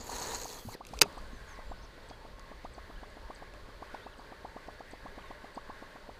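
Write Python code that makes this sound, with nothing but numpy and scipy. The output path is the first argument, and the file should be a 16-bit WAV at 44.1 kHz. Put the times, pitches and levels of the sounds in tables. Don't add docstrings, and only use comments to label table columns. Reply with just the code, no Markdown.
import sys
import numpy as np
from scipy import signal
from scipy.fft import rfft, irfft
from scipy.io import wavfile

SR = 44100
rng = np.random.default_rng(int(sys.argv[2]) if len(sys.argv) > 2 else 0)


def makeup_ratio(level_db):
    decades = np.asarray(level_db, float) / 20
    return 10 ** decades


def materialize(psi):
    bounded = np.clip(np.atleast_2d(psi).T, -1, 1)
    quanta = np.round(bounded * 32767).astype(np.int16)
    wavfile.write(sys.argv[1], SR, quanta)


N = 272979
TOP_EDGE_HZ = 15480


def rms_one(x):
    return x / np.sqrt(np.mean(x ** 2) + 1e-20)


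def low_pass(x, order, hz):
    return signal.lfilter(*signal.butter(order, hz, fs=SR), x)


def in_time(rows, off_db=-120):
    s, *columns = np.transpose(rows)
    return [np.interp(np.arange(N) / SR, s, c, left=off_db, right=off_db) for c in columns]


def drift(rate_hz):
    r = np.exp(-2 * np.pi * rate_hz / SR)
    return rms_one(signal.lfilter([1], [1, -2 * r, r * r], rng.standard_normal(N + SR))[SR:])


def swell(s, half_s):
    return np.exp(-((np.arange(N) / SR - s) / half_s) ** 2)


def coloured(points):
    hz, db = np.transpose(points)
    grid = np.maximum(np.fft.rfftfreq(N, 1 / SR), 1)
    gain = makeup_ratio(np.interp(np.log(grid), np.log(hz), db))
    return rms_one(irfft(rfft(rng.standard_normal(N)) * gain, N))


def sliding(hz, width_hz):
    low = signal.butter(2, width_hz / 2, fs=SR, output="sos")
    slow = signal.sosfilt(low, rng.standard_normal((2, N)))
    turn = 2 * np.pi * np.cumsum(hz) / SR
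    return rms_one(slow[0] * np.cos(turn) + slow[1] * np.sin(turn))


def resonances(x, peaks):
    out = np.zeros(N)
    for k, (hz, width, db) in enumerate(peaks):
        r = np.exp(-np.pi * width / SR)
        top = makeup_ratio(db) * (1 - r * r) / 2 * (-1) ** k
        out += signal.lfilter([top, 0, -top], [1, -2 * r * np.cos(2 * np.pi * hz / SR), r * r], x + 1e-18)
    return out


def ring(x, hz, t60):
    r, w = makeup_ratio(-60 / (t60 * SR)), 2 * np.pi * hz / SR
    return signal.lfilter([0, np.sin(w)], [1, -2 * r * np.cos(w), r * r], x + 1e-18)


def add(out, s, sound):
    i = round(s * SR)
    out[i:i + len(sound)] += sound[:N - i]


def glide(rows, fade_s):
    s, hz, db = np.transpose(rows)
    t = np.arange(s[0], s[-1], 1 / SR)
    fade = np.clip(np.minimum(t - s[0], s[-1] - t) / fade_s, 0, 1)
    return fade * makeup_ratio(np.interp(t, s, db)) * np.sin(2 * np.pi * np.cumsum(np.interp(t, s, hz)) / SR)


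# pitch_hz [Hz], level_db [dB per Hz]
RIVER_COLOUR = [(59, -25), (100, 4), (149, -3), (263, -3), (338, -3.5), (585, 1), (706, -7), (1080, -7.5),
                (1410, -8), (1670, -13.5), (2660, -18), (4490, -14.5), (5430, -25), (15200, -37)]


def river():
    since_wake = np.arange(N) / SR - 1.01
    swish_db = 8.5 * swell(0.24, half_s=0.215)
    wake_db = 5 * np.exp(-np.abs(since_wake) / np.where(since_wake < 0, .12, 0.34))
    lull_db = -3.5 * swell(0.817, half_s=0.02)
    ripple_db = .5 * drift(6)
    return makeup_ratio(-57 + swish_db + wake_db + lull_db + ripple_db) * coloured(RIVER_COLOUR)


# start_s [s], level_db [dB]
WIND_LEVEL = [(0, -46), (.35, -49.5), (.6, -55), (.88, -57), (.98, -42.5), (1.07, -52), (1.28, -44),
              (1.45, -48), (1.78, -46.5), (1.92, -54.5), (2.3, -50), (3.0, -49), (3.7, -52), (4.1, -56),
              (4.9, -53), (5.1, -49.5), (5.4, -58.5), (6.19, -54)]
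# pitch_hz [Hz], level_db [dB per Hz]
WIND_COLOUR = [(8.8, -35), (15, 4.5), (38, -3.5), (50, -1.5), (119, -19.5), (161, -29.5), (200, -16.5),
               (260, -60), (440, -120)]


def wind():
    gust_db, buffet_db = 1.0 * drift(6.7), 1.2 * drift(9.2)
    return makeup_ratio(in_time(WIND_LEVEL)[0] - 1.2 + gust_db + buffet_db) * coloured(WIND_COLOUR)


# start_s [s], level_db [dB]
CHIPS = [(1.176, -55.5), (2.0853, -54.5), (2.735, -55), (3.097, -62), (3.346, -53), (4.18, -58.5),
         (4.907, -54.5), (5.5447, -54)]
# time from its start_s [s], pitch_hz [Hz], level_db [dB]
CHIP = [(0, 9000, -14), (.004, 8000, -1), (.0065, 7200, -20), (.009, 6200, -5), (.0115, 5400, -20),
        (.0145, 4600, 2), (.018, 4200, -14)]
# delay_s [s], level_db [dB]
CHIP_ECHOES = [
    (.0105, -5),
    (.024, -11),
]
# start_s [s], length_s [s], from_hz [Hz], to_hz [Hz], level_db [dB]
WHISTLES = [(1.318, 0.066, 6600, 6000, -67), (1.474, 0.062, 6750, 6150, -62),
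            (1.532, 0.032, 6250, 4770, -65), (1.63, .045, 7300, 7150, -76),
            (1.674, .034, 7150, 7520, -71.5), (1.704, 0.026, 7520, 7300, -73),
            (1.815, 0.013, 5600, 5300, -63.5), (1.824, 0.024, 5800, 6500, -62.5),
            (1.845, 0.015, 6640, 4830, -62.5), (2.958, 0.014, 2950, 3150, -62),
            (2.983, 0.019, 3030, 2700, -64), (3.022, .028, 2750, 3600, -63),
            (3.94, 0.069, 3970, 2900, -67.5), (4.05, 0.05, 2620, 2670, -65),
            (3.998, 0.062, 2910, 3910, -62), (4.117, .03, 4120, 2620, -62.5),
            (5.072, .018, 3800, 3180, -66), (5.165, 0.023, 3770, 4170, -68), (5.186, .016, 2950, 3330, -65),
            (5.207, 0.019, 3340, 2900, -61), (5.22, 0.013, 2780, 2200, -61),
            (5.251, 0.044, 3780, 3520, -62.5), (5.297, .018, 3520, 3200, -67),
            (6.038, .045, 2900, 4340, -72)]
# start_s [s], pitch_hz [Hz], level_db [dB]
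TRILL = [
    (1.65, 4650, -68.5),
    (1.74, 4600, -72),
    (1.785, 5200, -65),
    (1.815, 5000, -66),
]


def birds():
    chips, whistles, t = np.zeros(N), np.zeros(N), np.arange(3000) / SR
    for s, db in CHIPS:
        add(chips, s, makeup_ratio(db) * glide(CHIP, fade_s=0.0018))
    trees = makeup_ratio(-30) * rng.standard_normal(len(t)) * np.exp(-t / 0.03)
    for delay_s, db in CHIP_ECHOES:
        add(trees, delay_s, np.array([makeup_ratio(db)]))
    echoes = low_pass(signal.oaconvolve(chips, trees)[:N], 2, 5200)
    for s, length, from_hz, to_hz, db in WHISTLES:
        middle = (length * 0.54, .4 * from_hz + .6 * to_hz, db)
        add(whistles, s, glide([(0, from_hz, db - 3.0), middle, (length, to_hz, db + 2.0)], fade_s=0.0023))
    trill = glide(TRILL, fade_s=.003)
    rolls_per_s = 68
    roll = np.sin(np.pi * rolls_per_s * np.arange(len(trill)) / SR) ** 4
    add(whistles, TRILL[0][0], trill * roll)
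    return chips + echoes + whistles * makeup_ratio(-2.5 + 3 * drift(150))


# start_s [s], push_db [dB],
# ring_db above the push [dB], last squeak_db [dB]
GLUGS = [(0.0868, -45, 8.5, -49), (0.21, -40, 2, -48), (0.328, -57, 16.5, -53),
         (0.4486, -42.5, 5, -53), (0.561, -46, -13, -50), (0.6811, -44.5, 4.5, -53),
         (0.802, -43.5, 2.5, -50), (0.928, -41.5, 1, -47), (1.0526, -38.5, -7, -48.5),
         (1.168, -44, 1.5, -42),
         (1.5849, -42.5, -4, -49), (1.7095, -40.5, 0.5, -45), (1.8429, -51, -5, -53),
              (1.974, -46, -9, -54), (2.105, -42.5, -1, -52.5), (2.247, -43.5, -9.5, -51.5),
              (2.3783, -51.5, -4, -53), (2.512, -41.5, -5, -50.5), (2.644, -38, -3, -47),
              (2.7757, -39, -8, -50.5), (2.897, -43, -7, -48), (3.026, -43.5, -2, -49),
              (3.1654, -41.5, -12, -55), (3.2973, -39.5, 0.5, -48), (3.4178, -41.5, -2, -48),
              (3.533, -49, -13.5, -50), (3.6843, -45.5, -10, -45.5),
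         (3.8185, -40, 0.5, -61), (3.9381, -39, 3, -47), (4.0592, -39.5, -0.5, -46),
              (4.1876, -42, -2.5, -54), (4.317, -40, -3.5, -54), (4.4432, -38, 2, -52.5),
              (4.5604, -36, -10, -46), (4.6803, -39, -5, -49), (4.802, -41, -5, -48),
              (4.931, -37.5, -11.5, -49), (5.0527, -37.5, -6, -40.5), (5.1758, -39, -5, -48),
              (5.303, -37.5, -4, -57), (5.439, -39.5, -10.5, -49), (5.5683, -34.5, -3.5, -40),
              (5.693, -38, -2, -45), (5.821, -37, -20, -49), (5.953, -42.5, -4, -47),
              (6.087, -39.5, -6.5, -53)]
GLUG_SHAPE_S = [0, .004, .007, .012, .02, .0245]
# pitch_hz [Hz], width_hz [Hz], level_db [dB]
HULL = [(260, 142, -2), (734, 226, 1.5), (1208, 160, -3)]


def glugs():
    lead_s, rise_s, start_hz, top_hz = 0.0035, 0.0091, 174, 1446
    out, t = np.zeros(N), np.arange(1200) / SR
    rows = GLUGS
    chance, wobble = rng.standard_normal((len(rows), 3)), rng.standard_normal((len(rows), 18))
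    for (s, push_db, ring_db, squeak_db), (size, pace, start), bumps in zip(rows, chance, wobble):
        bump_s = np.linspace(0, t[-1], len(bumps))
        climb = 1 - np.exp(-np.maximum(t - lead_s, 0) / (rise_s * (1 + 0.043 * pace)))
        hz = np.maximum(top_hz * (1 + 0.025 * size) * climb, start_hz)
        hz = hz * (1 + .035 * np.interp(t, bump_s, bumps[::-1]))
        corners_db = [push_db + 0.083, push_db - 0.5, push_db + ring_db + 1.5, squeak_db + 0.09]
        height = np.interp(t, GLUG_SHAPE_S, [0, *makeup_ratio(corners_db), 0])
        uneven = makeup_ratio(2.2 * np.interp(t, bump_s, bumps))
        phase = 2 * np.pi * np.cumsum(hz) / SR + 1.24 + .5 * start
        add(out, s - lead_s, height * uneven * np.sin(phase))
    return makeup_ratio(1.5) * resonances(out, HULL)


# start_s [s], level_db [dB]
RUSTLE = [
    (2.7, -95),
    (2.86, -80),
    (2.93, -80),
    (3.02, -95),
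]


def rustle():
    return makeup_ratio(in_time(RUSTLE)[0]) * rms_one(np.diff(rng.standard_normal(N + 1)))


# start_s [s], level_db [dB]
GRIP = [(.85, -87), (.87, -69), (.9, -72), (.93, -67), (.96, -67), (.975, -63), (.995, -67), (1.05, -72),
        (1.2, -80), (1.27, -74), (1.36, -77), (1.47, -74), (1.56, -77), (1.65, -88)]
# pitch_hz [Hz], level_db [dB per Hz]
GRIP_COLOUR = [(900, -30.5), (2000, -2), (5000, -3), (8000, 1), (15000, -13.5)]


def grip():
    return makeup_ratio(in_time(GRIP)[0] + 0.9 * drift(92)) * coloured(GRIP_COLOUR)


# start_s [s], level_db [dB], pitch_hz [Hz], t60_s [s]
KNOCKS = [(0.002, -38.5, 232, 0.037), (0.65, -37, 230, 0.1), (0.671, -35.5, 103, 0.12),
          (0.91, -34, 240, 0.014), (.75, -27.5, 477, 0.019), (1.017, -32.5, 150, .08),
          (1.02, -31, 320, .07), (1.062, -40.5, 190, 0.061), (1.33, -39.5, 237, 0.068)]


def knocks():
    out, push = np.zeros(N), np.pad(np.hanning(90) / 45, (0, 6000))
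    for s, db, hz, t60 in KNOCKS:
        add(out, s, makeup_ratio(db) * ring(push, hz, t60))
    return out


# start_s [s], level_db [dB]
WINDING = [(1.08, -53), (1.2, -57), (1.36, -56), (1.53, -53), (1.7, -60), (2.12, -59.5), (2.3, -58),
           (2.9, -57), (3.09, -59), (3.34, -54.5), (3.76, -59.5), (3.91, -55), (4.37, -56.5), (4.64, -55),
           (5.0, -58.5), (5.25, -55.5), (5.89, -56.5), (6.19, -61.5)]
# pitch_hz [Hz], width_hz [Hz], level_db [dB]
GEARS_HIGH = [(1505, 150, -1.2), (1676, 91, -2), (1920, 250, -0.79)]
GEARS_LOW = [(412, 46, -2.5), (595.6, 36, -2.5), (902, 58, 0), (1082, 30, 0.5)]
# middle_s [s], half_length_s [s], pitch_hz [Hz], level_db [dB]
RUBS = [(1.29, 0.037, 1530, -60.5), (1.452, 0.056, 1593, -60), (1.766, 0.06, 1490, -65),
        (1.13, 0.048, 1138, -60), (1.24, 0.037, 1060, -57), (1.567, 0.073, 1134, -63),
        (2.105, 0.073, 3310, -70), (2.91, 0.28, 3360, -80)]


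def gears():
    out, effort_db = np.zeros(N), in_time(WINDING)[0]
    high_db = -7 + 0.83 * np.arange(N) / SR
    for level_db, peaks in ((high_db, GEARS_HIGH), (-2.5, GEARS_LOW)):
        hum = np.zeros(N)
        for hz, width, db in peaks:
            waxing = makeup_ratio(db + 2.9 * drift(5.1))
            hum += waxing * rms_one(resonances(rng.standard_normal(N), [(hz, width, 0)]))
        out += makeup_ratio(effort_db + level_db) * rms_one(hum)
    for s, half_s, hz, db in RUBS:
        out += makeup_ratio(db) * swell(s, half_s) * sliding(np.full(N, hz), width_hz=40)
    return out


# start_s [s], level_db [dB], rattle_s [s], dullness cut_hz [Hz]
CONTACTS = [(0.751, -54, 0.0015, 2500), (0.851, -44.5, 0.00066, 5800), (0.868, -48.5, 0.0015, 11800),
            (0.888, -57, 0.0039, 9000), (0.938, -53.5, 0.0038, 7100), (0.972, -39, 0.0033, 1450),
            (0.9898, -38.5, 0.001, 7000), (1.126, -55, 0.0017, 6000), (1.216, -63, .002, 8000),
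            (1.494, -58, 0.0019, 8000), (2.1, -49.5, 0.0019, 3500), (2.395, -56, 0.0011, 9000),
            (2.643, -55, 0.0011, 5000), (3.538, -53, 0.00071, 6000), (3.947, -52.5, 0.00093, 4000),
            (4.675, -52, 0.00081, 4000), (4.7955, -53.5, 0.001, 4000)]
SNAP = [(1.0126, -21.5, 0.0029, 12000), (1.0167, -9, 0.0011, 7000), (1.0203, -16.5, 0.0012, 15030),
        (1.0228, -18, .0008, 2000), (1.0264, -39, 0.0027, 5000), (1.03, -33, .001, 8000),
        (1.0334, -19, 0.0051, 1510)]
# start_s [s], level_db [dB], pitch_hz [Hz], t60_s [s]
LATCH = [(1.0162, -6, 3950, .006), (1.0162, -6.5, 4800, .006), (1.0163, -18, 10500, .004),
         (1.0171, -9, 2650, .008), (1.0203, -11, 6170, .007), (1.0203, -21, 13200, .004),
         (1.0228, -10, 1700, .004)]
# pitch_hz [Hz], level_db [dB], t60_s [s]
BODY = [(409.6, -16.5, 0.045), (600, -27, .02), (916, -25.5, 0.035), (1300, -23, 0.0065),
        (2000, -15.5, 0.0098),
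        (2560, -9, 0.0083), (2830, -17, 0.011), (3620, -11, 0.003), (4230, -10.5, 0.0066),
             (4830, -4, 0.0036), (6460, -8, 0.011), (6600, -10, 0.0075), (11340, -30.5, 0.004),
             (13200, -20, 0.0034)]


def contacts():
    force, latch, t = np.zeros(N), np.zeros(N), np.arange(700) / SR
    grit = rng.standard_normal((len(SNAP + CONTACTS), len(t)))
    grit[:, 0] = 4.76
    for (s, db, length, cut_hz), noise in zip(SNAP + CONTACTS, grit):
        rattle = makeup_ratio(db) * noise * np.exp(-t / length)
        add(force, s, low_pass(rattle, 2, min(cut_hz, 19000)))
    for s, db, hz, t60 in LATCH:
        add(latch, s, makeup_ratio(db) * ring(1. * (t == 0), hz, t60))
    crack = signal.lfilter(*signal.butter(2, 2200, "high", fs=SR), force)
    body = np.zeros(N)
    for k, (hz, db, t60) in enumerate(BODY):
        body += (-1) ** k * makeup_ratio(db - 8) * ring(force, hz, t60)
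    band = signal.butter(4, [200, 15300], "band", fs=SR, output="sos")
    return signal.sosfilt(band, makeup_ratio(3.5) * crack + body + latch)


# start_s [s], peak level_db [dB], pitch_hz [Hz]
SLAPS_LOW = [(0.0983, -38, 6700), (0.1848, -39, 6200), (0.2154, -37, 6610), (0.2224, -33.5, 6640),
             (0.227, -35.5, 4400), (0.2717, -37, 6500), (0.285, -36, 6810), (0.3468, -30.5, 6860),
             (0.357, -34, 6800), (0.4, -40, 6960), (0.4069, -44, 6600), (0.4164, -40, 6840),
             (0.4339, -37, 6750), (0.4664, -42, 4360), (0.4805, -40, 6800), (0.4914, -42, 4200),
             (0.501, -40, 4110), (0.5124, -43, 3930), (0.519, -44, 6770), (0.526, -48, 6050),
             (0.5322, -43, 4930), (0.5494, -51, 7180), (0.561, -52, 6630), (0.5694, -48, 6800),
             (0.5885, -46, 4800)]
SLAPS_TOP = [(0.0443, -47, 13400), (0.0687, -41, 13200), (0.0804, -43, 10600), (0.118, -40, 10500),
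             (0.1544, -38, 10600), (0.2069, -41, 12600), (0.2288, -38, 12100), (0.2882, -42, 10300),
             (0.3042, -45, 10400), (0.3264, -44, 15000), (0.3694, -41, 11700), (0.3939, -46, 13500),
             (0.4113, -41, 12900), (0.4934, -43, 11300), (0.5494, -44, 11100), (0.5881, -45, 12900)]


def hard_slaps():
    out, t = np.zeros(N), np.arange(300) / SR
    rise_s, width_hz, both_guides_hz = .0006, 2600, 4330 + 6610
    rows = SLAPS_LOW + SLAPS_TOP
    noises = rng.standard_normal((len(rows), len(t)))
    for k, ((s, db, hz), noise) in enumerate(zip(rows, noises)):
        is_slap = k < len(SLAPS_LOW)
        puff = low_pass(noise + 1, 1, width_hz / 2) * t / rise_s * np.exp(1 - t / rise_s)
        tone = np.sin(2 * np.pi * hz * t)
        if is_slap:
            tone = tone + .5 * np.sin(2 * np.pi * (both_guides_hz - hz) * t)
        add(out, s, makeup_ratio(db + (-1.5 if is_slap else -6)) * puff * tone)
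    return out


def slap_bursts(per_s, length_s):
    kicks = rng.exponential(1, N) * (rng.random(N) < per_s / SR)
    shape = signal.lfilter([1], [1, -np.exp(-1 / (length_s * SR))], kicks)
    return rms_one(np.log(shape + 0.22) - np.mean(np.log(shape + 0.36)))


# start_s [s], its speed as level_db [dB]
CAST = [(0.0, -53), (0.06, -56.5), (0.14, -47), (.19, -49.5), (.225, -47), (.25, -47), (0.345, -48.5),
        (.39, -51.5), (.435, -50.5), (.46, -55), (.52, -52), (0.6, -58.5), (0.64, -62), (0.695, -61.5),
        (0.73, -54), (0.752, -56)]
# pitch_hz [Hz], width_hz [Hz], level_db [dB]
GUIDES = [(2560, 490, 2.5), (3300, 390, -3), (5400, 960, 3.5), (8000, 890, 7)]
FRAME = [(464, 63, 5.5), (963, 92, 4.5), (710, 170, -4.5), (1120, 190, -7.5), (1770, 440, -6.5),
         (240, 48, -2)]
HISS = [(9400, 840, -5.5), (13100, 900, -2.5), (15100, 700, -7)]
# start_s [s], upper guide pitch_hz [Hz]
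WHIP = [
    (.715, 8000),
    (.75, 4656),
]
# start_s [s], pitch_hz [Hz]
TIP = [(0, 12000), (.1, 11000), (.2, 10600), (.3, 10300), (.38, 11600), (.45, 11300), (.57, 11100),
       (.75, 11300)]
# start_s [s], pitch_hz [Hz], level_db [dB]
THUMB = [(.42, 3520, -82), (.55, 3413, -63), (.63, 3300, -66), (.68, 2900, -72), (.73, 2200, -66),
         (.745, 1910, -59), (.765, 1697, -57)]


def cast():
    t = np.arange(N) / SR
    kink_db = 5.2 * swell(0.353, half_s=0.014)
    speed_db = in_time(CAST, off_db=-200)[0] + 50 + kink_db
    bursts = slap_bursts(per_s=230, length_s=0.00049)

    settle = np.exp(-t / 0.069)
    lower_hz, upper_hz = 4330 * (1 + .11 * settle), 6610 * (1 + 0.044 * settle)
    upper_hz = np.where(t < WHIP[0][0], upper_hz, np.interp(t, *np.transpose(WHIP)))
    lower_db = -52.5 + speed_db - 2.5 + 1.5 * bursts + 1.6 * drift(82)
    lower = makeup_ratio(lower_db) * sliding(lower_hz * (1 + .03 * drift(12)), width_hz=650)
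    guide_db = -47 + 1.1 * speed_db - 6.5
    upper_db = guide_db + 3.6 * np.exp(-t / 0.072) + 2.1 * bursts + 2.0 * drift(110)
    upper = makeup_ratio(upper_db) * sliding(upper_hz * (1 + 0.023 * drift(11)), width_hz=730)

    between_db = guide_db - 7.3 * np.exp(-(t / 0.05) ** 2) - 4.6 * (t > WHIP[0][0]) + 2.9 * bursts
    dull = signal.butter(6, 9100, fs=SR, output="sos")
    between = makeup_ratio(between_db) * rms_one(signal.sosfilt(dull, resonances(rng.standard_normal(N), GUIDES)))

    tip = sliding(np.interp(t, *np.transpose(TIP)), width_hz=910)
    hiss = rms_one(resonances(rng.standard_normal(N), HISS))
    shaking = rng.standard_normal(N) * makeup_ratio(1.6 * bursts + 1.5 * drift(25))
    frame = makeup_ratio(-47 + 1.14 * speed_db) * rms_one(resonances(shaking, FRAME))
    thumb_hz, thumb_db = in_time(THUMB)
    thumb = makeup_ratio(thumb_db + 3.4 * drift(40)) * sliding(thumb_hz, width_hz=190)
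    whirr = hard_slaps() + thumb + lower + upper + between

    spray_db = -55 + 0.29 * speed_db - 12 * np.exp(-(t / 0.045) ** 2) - 1500 * np.maximum(t - 0.746, 0)
    spray_db = spray_db - 4.0 + 1.5 * bursts + 1.2 * drift(120)
    return whirr + makeup_ratio(spray_db) * (0.54 * tip + 0.82 * hiss) + frame


def scene():
    events = contacts() + knocks() + glugs() + birds()
    cloth, hand, air = rustle(), grip(), wind()
    top_edge = signal.ellip(12, .5, 60, TOP_EDGE_HZ, fs=SR, output="sos")
    steady = signal.sosfilt(top_edge, cast() + hand + river() + gears() + cloth)
    return (steady + events + air)[None]


def band_limit(x):
    return signal.sosfilt(signal.butter(12, 16470, fs=SR, output="sos"), x)


# start_s [s], level_db [dB]
TREBLE_DIPS = [(.9965, 0), (.9995, -40), (1.008, -40), (1.0095, 0), (1.033, 0), (1.036, -12), (1.05, 0)]


def record(dry):
    bass = signal.sosfiltfilt(signal.butter(4, 1500, fs=SR, output="sos"), dry)
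    heard = bass + (dry - bass) * makeup_ratio(in_time(TREBLE_DIPS, off_db=2.0)[0])
    rounded = 1.25 * np.tanh(heard / 1.148)
    mix = signal.sosfilt(signal.cheby1(10, .5, TOP_EDGE_HZ, fs=SR, output="sos"), rounded)
    return band_limit(mix)


dry = scene()
out = record(dry)
materialize(out)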